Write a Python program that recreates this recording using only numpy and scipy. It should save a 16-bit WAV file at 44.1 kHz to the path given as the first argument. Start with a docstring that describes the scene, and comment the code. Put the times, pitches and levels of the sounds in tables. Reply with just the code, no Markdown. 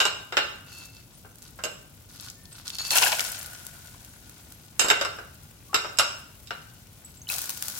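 """A china dish knocks and rings on the counter of a small kitchen, over a low burner rumble and simmering broth.
Dry pasta slips rasping and singing off the dish, clacks, and plunges into the steel pot, which fizzes on.
Near the end something more drops in and sizzles. Two microphone ports hear the room's echo around it all.
Blows are noise and decaying modes, bubbles are rising sines, slips sing as wandering sines; rasp, spray
and fizz are clouds of tiny pops, and the flame is coloured noise."""
import sys
import numpy as np
from scipy import signal
from scipy.fft import rfft, irfft, next_fast_len
from scipy.io import wavfile
from scipy.ndimage import uniform_filter1d

SR = 44100
rng = np.random.default_rng(int(sys.argv[2]) if len(sys.argv) > 2 else 0)


def pcm_store(signal):
    """Save signal as 16-bit PCM."""
    levels = np.round(np.clip(np.atleast_2d(signal), -1, 1) * 32767)
    wavfile.write(sys.argv[1], SR, levels.astype(np.int16).T)


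N = 343539
TIME = np.arange(N) / SR
BRIEF = 27000  # samples in a short sound
SHORT = TIME[:BRIEF]


def undb(db):
    """Decibels to gain."""
    return 10 ** (np.asarray(db) / 20)


def at(points, hz):
    """Read (Hz, value) points on a log-frequency axis."""
    f, v = np.transpose(points)
    return np.interp(np.log(hz + 1e-9), np.log(f), v)


def shape(x, response):
    """Filter by a function of frequency."""
    size = next_fast_len(x.shape[-1] + 4096)
    spectrum = rfft(x, size) * response(np.fft.rfftfreq(size, 1 / SR))
    return irfft(spectrum, size)[..., :x.shape[-1]]


def colour(x, points):
    """Causal filter with the given (Hz, dB) spectrum, by folding its cepstrum to minimum phase."""
    size = 4096
    cepstrum = irfft(np.log(undb(at(points, np.fft.rfftfreq(size, 1 / SR)))))
    cepstrum[1:size // 2] *= 2
    cepstrum[size // 2 + 1:] = 0
    impulse = irfft(np.exp(rfft(cepstrum)))
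    return signal.fftconvolve(x, impulse[None], axes=-1)[:, :x.shape[-1]]


def unit(x, span=N / SR):
    """Scale to rms 1 over the first span seconds."""
    return x / np.sqrt(np.mean(x[..., :int(span * SR)] ** 2) + 1e-18)


def fade(t60):
    """Exponential decay by 60 dB in t60 seconds, over a brief stretch."""
    return undb(-60 * SHORT / t60)


def pan(db):
    """Left and right gains for a left minus right level difference."""
    return undb(np.array([[db], [-db]]) / 2)


def add(track, s, sound):
    """Mix a sound in at time s."""
    i = max(int(s * SR), 0)
    track[:, i:i + sound.shape[-1]] += sound[:, :max(track.shape[-1] - i, 0)]


def gesture(length, attack, release):
    """Gain that rises, holds until length seconds and then dies away."""
    t = TIME[:int((length + 7 * release) * SR)]
    return np.minimum(t / attack, 1) * np.exp(-np.maximum(t - length, 0) / release)


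def resonances(f, peaks):
    """Frequency response of (Hz, width Hz, dB) resonances."""
    return sum(undb(db) * 1j * f * w / (c * c - f * f + 1j * f * w) for c, w, db in peaks)


def pops(size, rate, spread_db):
    """Random tiny impulses of uneven strength; each reaches the two ports with its own lag and level."""
    when, strength, lag, share, sign = rng.random((int(rate * size / SR) + 1, 5)).T
    strength = undb(-spread_db * np.log(strength + .005)) * np.sign(sign - .5)
    out, place = np.zeros((2, size)), (when * size).astype(int)
    left_place = (place + (16 * lag - 6).astype(int)) % size
    np.add.at(out[0], left_place, strength * np.sqrt(share))
    np.add.at(out[1], place, strength * np.sqrt(1 - share))
    return out


# Air resonance in the pot. Each row: frequency in Hz, width in Hz, strength in dB.
POT_AIR = [(1462, 60, 5.5)]


def crackle(gain, spectrum, rate, spread_db, wash_db, t60=0.039, count=3):
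    """Pops (rate per second) in count bands, each with a short wash of noise, then lifted by the pot's air."""
    out, size = 0, len(gain)
    edges = np.geomspace(1000, 20000, count + 1)
    edges[0] = 100  # the lowest band reaches further down
    keep = undb(-120 / (t60 * SR))  # the energy's decay per sample
    for band in zip(edges, edges[1:]):
        hits = pops(size, rate / count, spread_db)
        energy = signal.lfilter([1 - keep], [1, -keep], np.mean(hits ** 2, axis=0) + 1e-18)
        wash = np.sqrt(energy) * rng.standard_normal((2, size), dtype=np.float32)
        band_pass = signal.butter(2, band, "band", fs=SR, output="sos")
        out = out + signal.sosfilt(band_pass, hits + undb(wash_db) * wash)
    return gain * unit(shape(out, lambda f: undb(at(spectrum, f)) * (1 + resonances(f, POT_AIR))))


def bubble(hz, t60, glide=0.17):
    """A pocket of air rings and rises in pitch as it nears the surface; the ports hear it slightly apart."""
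    lag = rng.uniform(0, 0.00019, (2, 1))
    t = np.maximum(TIME[:int(t60 * SR) + 2] - lag, 0)
    ring = np.sin(2 * np.pi * hz * t * (1 + glide * t / t60))
    return ring * np.exp(-np.log(1000) * t / t60) * (1 - np.exp(-t * hz))


def squeal(gain, modes, pitch=1, flutter=0.33):
    """Stick and slip keeps modes singing with wandering pitch and strength."""
    out = 0
    for hz, width, db in modes:
        wander, grip = unit(uniform_filter1d(rng.standard_normal((2, len(gain))), size=250))
        start_phase = rng.uniform(0, np.pi / 2, (2, 1))
        phase = 2 * np.pi * np.cumsum(hz * pitch + width * wander) / SR + start_phase
        out = out + undb(db) * (1 + flutter * grip) * np.sin(phase)
    return gain * unit(out)


# The small kitchen's echo. Each row: frequency in Hz, decay time t60 in s.
KITCHEN_T60 = [(200, 0.58), (1400, 0.58), (3000, 0.54), (7000, 0.52), (15000, 0.23)]


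def kitchen():
    """Diffuse echo of the room: noise whose treble dies sooner."""
    centres = np.log([f for f, _ in KITCHEN_T60])
    noise = rng.standard_normal((2, BRIEF))
    tail = 0
    for share, (_, t60) in zip(np.eye(len(centres)), KITCHEN_T60):
        tail = tail + shape(noise, lambda f: np.interp(np.log(f + 1), centres, share)) * fade(t60)
    return unit(tail * np.clip(SHORT / 0.015, 0, 1)) / np.sqrt(BRIEF)


def echo(x, room):
    """The reflections of a sound."""
    return signal.fftconvolve(x, room, axes=-1)[:, :x.shape[-1]]


# The flame's spectrum. Each row: frequency in Hz, relative level in dB.
BURNER = [(20, -57), (30, -20), (47, -1), (70, -2.5), (100, 2), (135, -1.5), (200, -6.5), (300, -11.5),
          (450, -19.5), (800, -23.5), (1500, -31.5), (3000, -77)]
BURNER_DB = -52.5  # rms before panning


def burner(side_db=-12):
    """The flame's low rumble, coloured noise nearly alike left and right."""
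    mid, side = rng.standard_normal((2, N))
    flame = shape(mid + undb(side_db) * np.array([side, -side]), lambda f: undb(at(BURNER, f)))
    return unit(flame) * undb(BURNER_DB) * pan(2.1)


FOAM_POWER = 1.87  # foam dies away as a power of time


def foam(start, rise, settle):
    """Gain of a foam from its start onwards: it wells up, collapses fast at first and then lingers."""
    t = TIME[:N - int(start * SR)]
    return np.minimum(t / rise, 1) / (1 + np.maximum(t - rise, 0) / settle) ** FOAM_POWER


# Spectra of the simmer, the pasta's fizz and the late sizzle. Each row: frequency in Hz, relative level in dB.
SIMMER_COLOUR = [(300, -6.5), (700, -2), (1500, -7.5), (2200, -3.5), (4500, -5), (8000, -4), (12000, -4),
                 (16000, -5)]
FIZZ_COLOUR = [(300, -12), (700, 1), (1150, -2.5), (1450, 4.5), (2000, 0), (5000, -0.5), (8000, 2),
               (13000, -1.5), (16000, -5.5)]
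SIZZLE_COLOUR = [(300, -14.5), (750, -4), (1500, -3), (2000, -6), (3400, -3), (4800, 0.5), (8000, 1),
                 (12500, 1.5), (16000, -1.5)]  # the spits use it too
# Later surges of sizzling. Each row: start in s, level in dB.
SURGES = [(7.274, -30), (7.605, -36.5), (7.74, -36)]
SIMMER_DB, SIMMER_RISE_DB = -55.5, 2  # the simmer, and how much livelier it is with the pasta in
FIZZ_START_S, FIZZ_DB = 3.12, -31  # the foam that the pasta raises
FIZZ_RISE_S, FIZZ_SETTLE_S = 0.084, 0.25
SIZZLE_RISE_S, SIZZLE_SETTLE_S = 0.035, 0.3


def fizzing():
    """Tiny bubbles burst all the time, and far more of them after something drops in."""
    simmer = undb(SIMMER_DB + SIMMER_RISE_DB * (TIME > FIZZ_START_S))
    out = crackle(simmer, SIMMER_COLOUR, rate=2400, spread_db=3.5, wash_db=4.5, t60=0.053)
    froth = foam(FIZZ_START_S, FIZZ_RISE_S, FIZZ_SETTLE_S)
    fizz = crackle(froth, FIZZ_COLOUR, rate=3000, spread_db=4.2, wash_db=0.0)
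    add(out, FIZZ_START_S, undb(FIZZ_DB) * fizz)
    for s, db in SURGES:
        surge = foam(s, SIZZLE_RISE_S, SIZZLE_SETTLE_S)
        sizzle = crackle(surge, SIZZLE_COLOUR, rate=7000, spread_db=5.0, wash_db=-1)
        add(out, s, undb(db) * sizzle)
    return out * pan(3.4)


def pips(count=45, level_db=-56, spread_db=10, low_hz=6000, t60=0.061):
    """Now and then a pinhead bubble gives a faint high chirp."""
    out = np.zeros((2, N))
    for when, size, strength in rng.random((count, 3)):
        chirp = bubble(low_hz * 2 ** size, t60, glide=0.02)
        add(out, when * N / SR, chirp * undb(level_db + spread_db * strength))
    return out


# Droplets spitting on hot steel. Each row: start in s, level in dB before the common gain,
# left minus right in dB.
SPITS = [(1.3567, -33, 0), (1.385, -34, -6), (3.429, -20.5, 4), (3.461, -22.5, 0), (3.6668, -19.5, 5),
         (4.0475, -28, 0), (4.2954, -29, 2), (4.522, -27, 0), (7.3835, -13, 6), (7.39, -15, -2),
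         (7.418, -15.5, 4), (7.441, -17, 2), (7.4939, -10.5, 5), (7.5034, -14, 1), (7.573, -22, 7),
         (7.6244, -10.5, 5), (7.6827, -12, 5)]


def spits(t60=0.0092, wash_db=-17, wash_t60=0.081, gain_db=-9):
    """Droplets burst on the hot wall with a sharp snap and a short wash inside the pot."""
    out = np.zeros((2, N))
    for s, db, side_db in SPITS:
        decay = fade(t60) + undb(wash_db) * fade(wash_t60)
        snap = colour(rng.standard_normal((2, BRIEF)) * decay, SIZZLE_COLOUR)
        add(out, s, undb(db) * pan(side_db) * unit(snap, .001))
    return out * undb(gain_db)


# Single bubbles. Each row: start in s, starting pitch in Hz, level in dB before the decay, t60 in s.
PLOPS = [(2.527, 8070, -37.5, 0.044), (2.962, 1350, -23, 0.049), (2.983, 1400, -25, 0.032),
         (3.043, 754, -16.5, 0.036), (3.064, 1610, -11.5, 0.023), (3.080, 830, -24, 0.054),
         (3.119, 830, -25, 0.032), (3.13, 958, -23, 0.053), (3.4105, 1443, -45, .08),
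         (3.644, 1430, -46, .08), (3.944, 980, -42, 0.026), (4.086, 1460, -53, .06),
         (7.047, 7750, -38, 0.11), (7.172, 7500, -43, 0.063), (7.217, 6330, -36, 0.035),
         (7.271, 2980, -33, 0.035), (7.289, 3980, -21, 0.019), (7.299, 2530, -19.5, 0.031),
         (7.314, 2610, -28, 0.025), (7.351, 735, -31, 0.023)]


def plops(glide=0.058):
    """The few bubbles that stand out alone, each a decaying sine that rises in pitch."""
    out = np.zeros((2, N))
    for s, hz, db, t60 in PLOPS:
        add(out, s, undb(db) * bubble(hz, t60, glide))
    return out


# Spectrum of the plunge. Each row: frequency in Hz, relative level in dB.
PLUNGE = [(200, -21), (420, -8.5), (780, -1.5), (1020, 0), (1220, -13), (1450, -1.5), (2000, -6),
          (2700, 4.5), (3800, -3.5), (5200, -1.5), (8000, -1), (12500, -2), (16000, -12)]
# Clumps of pasta entering the broth. Each row: start in s, then bubble and spray levels in dB
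# before the common gains.
CLUMPS = [(2.908, -32, -21), (2.95, -26, -15.5), (3.008, -25, -17.5), (3.055, -35, -19.5),
          (3.114, -31.5, -25.5)]
PLUNGE_ATTACK_S, PLUNGE_LENGTH_S = 0.0072, .03  # a clump breaks the surface and goes under
BUBBLE_RELEASE_S, SPRAY_RELEASE_S = .014, .026


def splash(cycles=20, spread_db=3, bubble_db=-4, spray_db=-3, count=65):
    """Each clump of pasta tears a cloud of bubbles into the broth and throws up fine spray."""
    out = np.zeros((2, N))
    sinking = gesture(PLUNGE_LENGTH_S, PLUNGE_ATTACK_S, BUBBLE_RELEASE_S)
    spraying = gesture(PLUNGE_LENGTH_S, PLUNGE_ATTACK_S, SPRAY_RELEASE_S)
    for s, bubbles, spray in CLUMPS:
        cloud = np.zeros((2, len(sinking)))
        for when, size, strength in rng.random((count, 3)):
            hz = 520 * 6 ** size
            gain = np.sqrt(hz) * undb(-spread_db * np.log(strength + 0.028))
            add(cloud, when * len(sinking) / SR, bubble(hz, cycles / hz) * gain)
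        add(out, s, unit(colour(cloud, PLUNGE)) * sinking * undb(bubble_db + bubbles) * pan(12))
        drops = crackle(spraying, PLUNGE, rate=5200, spread_db=4.5, wash_db=-1.5)
        add(out, s, drops * undb(spray_db + spray) * pan(2.4))
    return out


# Hard bits of pasta clicking on the dish and each other. Each row: start in s, level in dB
# before the common gain, centre in Hz.
CLICKS = [(0.8543, -32, 6500), (1.421, -33.5, 6850), (2.2323, -33, 5420), (2.2998, -25, 6520),
          (2.455, -34, 4480), (2.679, -21.5, 4800), (2.702, -20, 4100), (2.7848, -18, 4430),
          (2.906, -7, 4570), (2.9553, -10, 8170), (2.9605, -11, 2840), (2.978, -15, 2540),
          (3.0193, -17, 2710), (3.034, -8, 2640), (3.119, -12.5, 4980), (3.1271, -11.5, 2520),
          (3.194, -9, 3000), (3.206, -11, 5350)]


def clicks(t60=0.024, damping=0.41, gain_db=-11):
    """Short dry clacks: fading noise through one broad resonance each."""
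    out = np.zeros((2, N))
    for s, db, hz in CLICKS:
        burst = rng.standard_normal((2, 4096)) * fade(t60)[:4096]
        clack = shape(burst, lambda f: resonances(f, [(hz, hz * damping, 0)]))
        add(out, s, undb(db) * unit(clack, .004))
    return out * undb(gain_db) * pan(2.0)


SLIP_ATTACK_S, SLIP_RELEASE_S = 0.011, 0.029  # a slip gets going, then friction stops it
# The dish dragging on the counter. Each row: start in s, length in s, pitch in Hz, level in dB.
DRAGS = [(2.359, .12, 1795, -66), (5.69, 0.083, 1120, -51)]


def dragging(width_hz=9):
    """The foot of the dish sticks and slips on the counter and hums briefly."""
    out = np.zeros((2, N))
    for s, length, hz, db in DRAGS:
        slip = gesture(length, SLIP_ATTACK_S, SLIP_RELEASE_S)
        add(out, s, squeal(undb(db) * slip, [(hz, width_hz, 0)]))
    return out


# Slips of the pasta over the china. Each row: start in s, length in s, then rasp, lower squeal and
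# upper squeal levels in dB, and a factor on the upper squeal's pitch.
SLIDES = [(0.659, 0.053, -49.5, -60.5, -65.5, 1.1), (.715, 0.12, -46.5, -50, -52.5, 1.02),
          (0.871, .06, -62, -63, -71, 1), (0.936, 0.05, -54.5, -57, -64, 1.03),
          (1.413, .06, -51, -69, -77, 1), (2.087, .02, -50, -78, -75, 1), (2.13, .035, -47, -75, -72, 1),
          (2.184, 0.1, -45, -66, -65, 1), (2.508, 0.096, -48.5, -70, -66, 1),
          (2.647, 0.033, -40, -59, -58, 1), (2.724, 0.031, -41, -53.5, -43.5, 1.03),
          (2.784, 0.026, -34.5, -48.5, -31.5, 1.01), (2.834, 0.075, -35.5, -47, -41, 1.06),
          (2.9, 0.031, -33.5, -36, -31, 0.99)]
# Spectrum of the rasp. Each row: frequency in Hz, relative level in dB.
SCRAPE = [(300, -11.5), (1300, 1), (2000, -4), (4600, 4.5), (7000, -0.5), (9000, -2), (12000, -1),
          (16000, -15)]
# Modes set singing. Each row: pitch in Hz, rms pitch wander in Hz, relative level in dB.
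LOWER_SQUEAL = [(2660, 8.5, 0)]
UPPER_SQUEAL = [(4286, 42, 6), (4600, 250, -5), (6680, 114, -3)]


def sliding():
    """Dry tubes rasp along the dish in short slips and make it sing."""
    out = np.zeros((2, N))
    for s, length, rasp, lower, upper, pitch in SLIDES:
        slip = gesture(length, SLIP_ATTACK_S, SLIP_RELEASE_S)
        add(out, s, undb(rasp) * crackle(slip, SCRAPE, rate=2500, spread_db=5, wash_db=-4))
        low_song = squeal(slip * undb(lower), LOWER_SQUEAL)
        high_song = squeal(slip * undb(upper), UPPER_SQUEAL, pitch)
        add(out, s, low_song + high_song)
    return out * pan(1.3)


CONTACT_DB, CONTACT_OCTAVES = 5.5, 0.24  # how strongly and how narrowly a point of contact favours its modes


def favoured(hz, centre_hz):
    """Lift in dB for the modes that a point of contact excites best."""
    return CONTACT_DB * np.exp(-.5 * (np.log2((hz + 1) / centre_hz) / CONTACT_OCTAVES) ** 2)


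# China knocking on the counter. Each row: start in s, then thud, ring and glint levels in dB (low, middle
# and high band), a factor on t60 (smaller when gripped or lying flat), and the Hz that the point of
# contact favours in the counter and in the dish.
KNOCKS = [(0.002, -23, -20, -30, 1.47, 1500, 2980), (0.053, -26, -23, -30, 0.48, 900, 2800),
          (0.3232, -33, -38, -48.5, 0.69, 1750, 3600), (0.369, -21, -21, -36, 1.25, 1700, 3000),
          (1.248, -48.5, -87, -77, 0.84, 480, 2800), (1.589, -41.5, -55, -63, 0.84, 1700, 5000),
          (1.6376, -34, -31.5, -31.5, 0.79, 600, 2600), (1.654, -35, -52, -50, 0.63, 520, 2700),
          (4.7942, -28, -22, -19.5, 0.87, 1850, 3070), (4.814, -30, -28, -29, 0.92, 1500, 3000),
          (4.845, -27.5, -41, -34, 0.71, 500, 2900), (4.8842, -31, -30, -29, 0.87, 1500, 3700),
          (4.9013, -18, -18, -25, 0.46, 1700, 2850), (5.012, -26, -29, -37, 0.45, 650, 5350),
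          (5.049, -28.5, -34, -40.5, 0.52, 1150, 4970), (5.186, -38, -53, -58, 0.74, 1700, 5000),
          (5.731, -34, -60, -57, .75, 1150, 5000), (5.7438, -22.5, -21.5, -27, 0.68, 1170, 4930),
          (5.846, -32.5, -48, -51, 0.86, 1280, 4400), (5.972, -57, -47.5, -42, 0.67, 1400, 5200),
          (5.9866, -28, -22, -21.5, 0.47, 1300, 5000), (5.9946, -21.5, -21.5, -27.5, 0.47, 1350, 2800),
          (6.4724, -66, -48, -56, 0.4, 1500, 4500), (6.507, -32, -38, -61, 0.49, 1600, 1563)]
# Modes of the struck dish. Each row: frequency in Hz, relative level in dB, t60 in s before that factor.
DISH = [(1200, -7, 0.24), (1404, 4, 0.18), (1553, 9, 0.15), (2764, 7, 0.1), (2868, 4, 0.18),
        (3036, 3.5, 0.052), (3710, 7, 0.083), (3937, -3, 0.17), (4264, -4.5, 0.18), (4770, -1, 0.08),
        (5095, 7, 0.036), (5475, -1, 0.11), (6540, 2, 0.066), (6700, -20, 0.18), (7280, -4, 0.096),
        (7480, -1, 0.12), (7593, -4, 0.022), (7710, 7, 0.055), (9350, -9, 0.1), (10060, -9.5, 0.17),
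        (10640, -8, .1), (11620, -8.5, 0.14), (12200, -3.5, 0.054), (13000, -8, 0.12), (13972, -13, 0.12)]
# The dull blow of the counter under it. Each row: frequency in Hz, relative level in dB.
COUNTER = [(120, -35), (250, -8), (430, 5), (700, 4), (950, 2.5), (1400, 7.5), (1850, -4), (3200, -2),
           (4500, -13.5), (6000, -20.5), (8000, -12), (8800, -30), (16000, -39)]
# Where the dish's direct and near sound lies. Each row: frequency in Hz, left minus right in dB.
KNOCK_SIDE = [(200, 1), (1200, 3.5), (2800, -0.5), (4500, -9), (7500, -11), (14000, -4.5)]


def knocks(room, blow_t60=0.11, blow_db=1, near_db=-4, near_t60=0.043, room_db=-6,
           scatter_db=2.5, detune=0.00343, low_hz=2200, high_hz=6000):
    """Each blow thumps the counter (noise) and rings the china (decaying modes), levelled in three bands."""
    out = np.zeros((2, N))
    hz, db, t60 = np.transpose(DISH)
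    t = SHORT.astype(np.float32)
    bands = ((low_hz, "low"), ([low_hz, high_hz], "band"), (high_hz, "high"))
    splits = [signal.butter(4, edge, kind, fs=SR, output="sos") for edge, kind in bands]
    f = np.fft.rfftfreq(BRIEF, 1 / SR)
    side = pan(at(KNOCK_SIDE, f))[:, 0]
    alike = 1 / np.hypot(1, f / 1100)
    for s, *levels, ring_time, counter_hz, dish_hz in KNOCKS:
        # each mode's pitch and level vary a little at random from blow to blow
        pitch = np.float32(2 * np.pi * hz * (1 + detune * rng.standard_normal(len(hz))))
        damping = np.float32(np.log(1000) / (t60 * ring_time))
        waves = np.sin(np.outer(pitch, t)) * np.exp(-np.minimum(np.outer(damping, t), 20))
        mode_db = db + favoured(hz, dish_hz) + scatter_db * rng.standard_normal((2, len(hz)))
        weights = undb(mode_db) * rng.choice([-1, 1], (2, len(hz)))
        ring = unit(np.float32(weights) @ waves, 0.032)
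        # the counter's dense modes reach both ports alike only in the bass
        noise = rfft(rng.standard_normal((3, BRIEF)))
        stereo = noise[0] * alike + noise[1:] * np.sqrt(1 - alike ** 2)
        blow = irfft(stereo * undb(at(COUNTER, f) + favoured(f, counter_hz))) * fade(blow_t60)
        # the wall and hob close by answer first, then the room
        near = unit(rng.standard_normal((2, BRIEF)) * fade(near_t60) * SHORT) / np.sqrt(BRIEF)
        paths = side * (1 + undb(near_db) * rfft(near)) + undb(room_db) * rfft(room)
        sound = irfft(rfft(ring + undb(blow_db) * unit(blow, 0.036)) * paths)
        for split, level in zip(splits, levels):
            add(out, s, undb(level) * unit(signal.sosfilt(split, sound), 0.021))
    return out


def scene():
    """Dish, pasta and pot in one room over the flame."""
    room = kitchen()
    pot = sliding() + dragging() + clicks() + splash() + plops() + fizzing() + pips() + spits()
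    return knocks(room) + pot + undb(-11) * echo(pot, room) + burner()


TOP_HZ = 16200  # upper limit of the recorder


def record(dry):
    """The recorder clips at full scale and cuts the top."""
    low_pass = signal.ellip(10, .2, 70, TOP_HZ, fs=SR, output="sos")
    return signal.sosfilt(low_pass, np.clip(dry, -1, 1))


dry = scene()
out = record(dry)
pcm_store(out)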